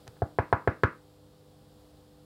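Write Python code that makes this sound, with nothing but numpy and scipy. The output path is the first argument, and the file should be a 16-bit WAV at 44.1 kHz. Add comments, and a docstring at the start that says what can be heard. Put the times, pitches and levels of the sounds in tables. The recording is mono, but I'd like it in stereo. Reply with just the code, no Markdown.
"""Knocking on an aquarium

Five knuckle knocks on the glass of a filled aquarium follow a few faint touches, close up in a
small quiet room. Each blow thumps the water-loaded wall and excites the modes of the pane, which
the water damps quickly; frame and room ring a little longer. A mains-driven pump hums throughout,
over a faint rumble and hiss."""
import sys
import numpy as np
from scipy import signal
from scipy.fft import rfft, irfft
from scipy.io import wavfile

SR = 44100
rng = np.random.default_rng(int(sys.argv[2]) if len(sys.argv) > 2 else 0)


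def unload_audio(sound):
    """Save the sound as a 16-bit wav file, at the path given as the first command line argument."""
    columns = np.transpose(np.atleast_2d(sound))
    # keep every value between -1 and 1, then stretch to whole-number steps
    steps = np.round(np.clip(columns, -1, 1) * 32767)
    wavfile.write(sys.argv[1], SR, steps.astype(np.int16))


N = 99225
T = np.arange(N) / SR
HZ = np.maximum(np.arange(N // 2 + 1) * SR / N, 1)

# Knuckle blows; the spot struck favours some of four groups of modes:
# start_s, force_db, contact_cutoff_hz, low_db, middle_db, upper_db, top_db, thump_db, click_db
KNOCKS = [(0.2199, -6, 833, 10, -9, 1, -8.5, 0, -18), (0.3867, -1.5, 1960, 0.5, 3.5, -4, 0.5, 0, -4.5),
          (0.527, -1.5, 2000, 4, 6, 2.5, -1.5, 0, 0), (0.6751, 1.5, 1800, -2.5, -5.5, -2, -3, 1.5, -5.5),
          (0.8349, 3.5, 2000, -16, 2, 4, -2.5, 3.5, 5.5)]
# The low, middle, upper and top groups of modes: centre_hz, q
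MODE_GROUPS = [(750, 2.8), (975, 3.8), (1330, 2.6), (2450, 4.2)]
# Light touches: start_s, click_db, pane_db, thump_db
TOUCHES = [(0.0703, -24, -36.5, -53), (0.0782, -6.5, -39.5, -20.5), (0.1670, -41, -42, -37)]
# Water-damped modes of the pane: pitch_hz, t60_s, relative_db, left_minus_right_db
PANE_MODES = [(192, 0.061, -24, 5), (279, 0.054, -27.5, 8.5), (398.5, 0.035, -29.5, -9.5),
              (491, 0.021, -13.5, 1), (553, 0.025, -18.5, -3.5), (677.8, 0.045, -15, 5.5),
              (838, 0.063, -19, 10), (955, .055, -23, 13), (1198.5, 0.047, -15.5, 2.5),
              (1280, .045, -22, -4.5), (1438, 0.075, -19, 5), (1546, 0.067, -23, 9.5),
              (1710, .04, -35.5, -16), (2040, 0.023, -28, 2.5), (2500, .045, -22, 5.5)]
# Longer-lived modes of frame and cover: pitch_hz, t60_s, relative_db, left_minus_right_db
FRAME_MODES = [(257.5, .2, -51.5, -6.5), (380, .14, -39, 14), (464.4, .17, -39.5, 9),
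               (668.4, 0.17, -32.5, -6), (713, .18, -48.5, 8), (815, 0.15, -57, 15), (975, 0.21, -34, 0),
               (1034, .2, -45, 2.5), (1089.4, .21, -34.5, 1.5), (1201, 0.093, -31.5, 23.5),
               (1284, .2, -51, -14), (1373, 0.16, -34, -3), (1555, 0.25, -36, 4), (1697, .16, -40.5, -4),
               (1840, .22, -50.5, -9), (1993, .22, -46.5, -2.5), (1970, 0.13, -53, -5),
               (2470, 0.15, -46.5, 13.5)]
# Slow swings of the whole wall against the water: pitch_hz, t60_s, relative_db, left_minus_right_db
WALL_MODES = [(80.5, 0.061, -17, -9.5), (120, 0.06, -16, -8), (215, 0.18, -38, 2.5)]
# Spectra of the reflections near the tank and from the room: frequency_hz, gain_db
NEAR_SPECTRUM = [(100, 6), (400, 7.5), (1000, 6.5), (1800, 4.5), (2500, -2), (3200, -14.5), (6000, -42),
                 (16000, -59.5)]
ROOM_SPECTRUM = [(50, -12), (130, -5), (200, 0.5), (310, 2.5), (430, 2.5), (700, -1.5), (1100, 2),
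                 (1900, -3.5), (2600, -9), (3200, -22), (6000, -23), (16000, -54)]
# Spectra of the contact clicks: frequency_hz, gain_db
KNOCK_CLICK_SPECTRUM = [(500, -23.5), (1500, -12.5), (3600, 4.5), (6000, -13.5), (10000, -22.5),
                        (16000, -30)]
TOUCH_CLICK_SPECTRUM = [(500, 8), (2500, 1), (6000, -2), (9000, -9.5), (16000, -25)]
# Mains harmonics of the pump: pitch_hz, rms_level_db
PUMP_HARMONICS = [(100, -67), (150, -66), (200, -81), (250, -81.5), (300, -65), (400, -74), (500, -66.5),
                  (800, -78.5)]
# Spectrum of the background noise: frequency_hz, gain_db
NOISE_SPECTRUM = [(20, -60), (55, -35), (100, -45.5), (200, -42), (330, -51.5), (450, -45.5), (800, -53),
                  (1300, -55), (2200, -65), (3500, -60.5), (5000, -63.5), (6100, -70.5), (7500, -66),
                  (15500, -70)]
# Its stereo balance: frequency_hz, left_minus_right_db
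NOISE_PAN = [(60, 2.5), (700, 3.5), (1300, -0.5), (2400, 0.5), (4400, 12), (7000, 6), (15000, 0.5)]
# Its likeness between left and right: frequency_hz, correlation
NOISE_CORRELATION = [(60, 1), (290, 0.026), (640, 0.66), (1400, -0.37), (3000, -0.031)]
# Its slow drift in level: time_s, gain_db
NOISE_DRIFT = [(0, 3), (.4, 0.5), (.9, -.5), (1.4, -0.5), (1.85, 0.85), (2.25, -0.5)]


def glass_ring():
    """Forced vibration: blows excite pane and frame, heard directly and by reflection."""
    force = sum(knuckle(s, db, cutoff_hz, group_dbs) for s, db, cutoff_hz, *group_dbs, _, _ in KNOCKS)
    force = force + sum(impulse(s, db) for s, _, db, _ in TOUCHES)
    modes = modal_response(PANE_MODES, ratio=0.95) + modal_response(FRAME_MODES, ratio=-1)
    left, right = low_cut(modes, hz=180)
    direct = np.array([delayed(left, s=0.00018), right])
    near = from_db(10.5) * coloured(scatter(t60_s=0.028, build_s=0.001), NEAR_SPECTRUM)
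    room = from_db(12.5) * coloured(scatter(t60_s=0.23, build_s=0.007), ROOM_SPECTRUM)
    return drive(force, direct + (near + room) * panned(db=2.5))


def knuckle(start_s, force_db, cutoff_hz, group_dbs):
    """Point excitation: the spot struck sets how strongly a soft pulse couples to each mode group."""
    force = soften(impulse(start_s, force_db), cutoff_hz)
    for (centre_hz, q), group_db in zip(MODE_GROUPS, group_dbs):
        force = bell_filter(force, centre_hz, q, group_db)
    return force


def wall_thump():
    """Mass loading: the whole wall moves with the water, so it swings at low frequencies."""
    blows = [(s, db) for s, *_, db, _ in KNOCKS] + [(s, db) for s, *_, db in TOUCHES]
    force = sum(impulse(s, db) for s, db in blows)
    soft_force = low_cut(soften(force, hz=500), hz=35)
    left, right = drive(soft_force, modal_response(WALL_MODES, ratio=-1.1))
    return np.array([left, delayed(right, s=0.0018)])


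def contact_clicks():
    """Impact transients: each brief contact gives a broadband click, scattered by the glass."""
    knocks = sum(impulse(s, db) for s, *_, db in KNOCKS)
    touches = sum(impulse(s, db) for s, db, _, _ in TOUCHES)
    knock_response = impulse(0) + from_db(3.5) * scatter(t60_s=0.03, build_s=0.0005)
    touch_response = impulse(0) + from_db(-2.5) * scatter(t60_s=0.013, build_s=0.00068)
    knock_clicks = coloured(drive(knocks, knock_response), KNOCK_CLICK_SPECTRUM) * panned(db=2.5)
    touch_clicks = coloured(drive(touches, touch_response), TOUCH_CLICK_SPECTRUM) * panned(db=12)
    return from_db(-15.5) * (knock_clicks + touch_clicks)


def pump_hum(waver_db=2):
    """Periodic forcing: the pump vibrates at harmonics of the mains, each wavering a little in level."""
    hum = 0
    for hz, db in PUMP_HARMONICS:
        waver = np.interp(np.linspace(0, 1, N), np.linspace(0, 1, 24), rng.standard_normal(24))
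        amplitude = np.sqrt(2) * from_db(db + waver_db * waver)
        hum = hum + amplitude * np.sin(2 * np.pi * (hz * T + rng.random()))
    return hum * panned(db=6)


def background_noise():
    """Partial coherence: room rumble and hiss mix an in-phase noise with an antiphase one."""
    mid, side = rfft(rng.standard_normal((2, N)))
    correlation = np.clip(at_hz(NOISE_CORRELATION), -1, 1)
    in_phase = np.sqrt((1 + correlation) / 2) * mid
    antiphase = np.sqrt((1 - correlation) / 2) * side * [[1], [-1]]
    spectrum = (in_phase + antiphase) * from_db(at_hz(NOISE_SPECTRUM)) * panned(at_hz(NOISE_PAN))
    drift_db = np.interp(T, *np.transpose(NOISE_DRIFT))
    return irfft(spectrum, N) * from_db(drift_db)


def modal_response(modes, ratio):
    """Damped modes add, mode k weighted by ratio ** k; a negative ratio puts neighbours in antiphase."""
    return sum(ratio ** k * panned(pan_db) * from_db(db - 60 * T / t60_s) * np.sin(2 * np.pi * hz * T)
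               for k, (hz, t60_s, db, pan_db) in enumerate(modes))


def scatter(t60_s, build_s):
    """Diffuse field: dense reflections build up and decay as noise under a unit-energy envelope."""
    envelope = from_db(-60 * T / t60_s) * (1 - np.exp(-T / build_s))
    return rng.standard_normal((2, N)) * envelope / np.sqrt(np.sum(envelope ** 2))


def drive(force, response):
    """Linear system: the output is the force convolved with the stereo impulse response."""
    return signal.fftconvolve(force[None], response, axes=1)[:, :N]


def impulse(s, db=0):
    """An ideal impulse at time s excites all frequencies equally."""
    return from_db(db) * (np.arange(N) == int(s * SR)) + 1e-18


def soften(x, hz):
    """Contact compliance acts as a two-pole low-pass."""
    return signal.sosfilt(signal.butter(2, hz, fs=SR, output="sos"), x)


def low_cut(x, hz):
    """A two-pole high-pass: slow motion hardly radiates."""
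    return signal.sosfilt(signal.butter(2, hz, "high", fs=SR, output="sos"), x)


def bell_filter(x, hz, q, db):
    """A second-order resonance boosts or cuts one band."""
    omega = 2 * np.pi * hz / SR
    gain = from_db(db / 2)
    width, tuning = np.sin(omega) / (2 * q), -2 * np.cos(omega)
    numerator = [1 + width * gain, tuning, 1 - width * gain]
    denominator = [1 + width / gain, tuning, 1 - width / gain]
    return signal.lfilter(numerator, denominator, x)


def coloured(x, spectrum):
    """Minimum-phase filtering: folding the cepstrum imposes a spectrum causally."""
    cepstrum = irfft(np.log(from_db(at_hz(spectrum))), N)
    cepstrum[1:N // 2] *= 2
    cepstrum[N // 2:] = 0
    return irfft(rfft(x) * np.exp(rfft(cepstrum)), N)


def delayed(x, s):
    """Pure delay: the same wave arrives s seconds later."""
    return np.interp(T - s, T, x, left=0)


def panned(db):
    """A level difference, split evenly into left and right gains."""
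    return from_db(np.array([[0.5], [-0.5]]) * db)


def at_hz(points):
    """Interpolation of a table along a logarithmic frequency axis."""
    hz, value = np.transpose(points)
    return np.interp(np.log(HZ), np.log(hz), value)


def from_db(db):
    """Amplitude grows tenfold every 20 decibels."""
    return 10 ** (np.asarray(db) / 20)


def scene():
    """Superposition: the pressures of knocks, pump and background add."""
    return glass_ring() + wall_thump() + contact_clicks() + pump_hum() + background_noise()


def record(dry):
    """Band limiting: the microphone loses the deepest bass, and the top is cut steeply."""
    bottom_hz, top_hz = 46, 15800
    top_cut = signal.ellip(10, 0.1, 80, top_hz, fs=SR, output="sos")
    return signal.sosfilt(top_cut, low_cut(dry, bottom_hz))


dry = scene()
out = record(dry)
unload_audio(out)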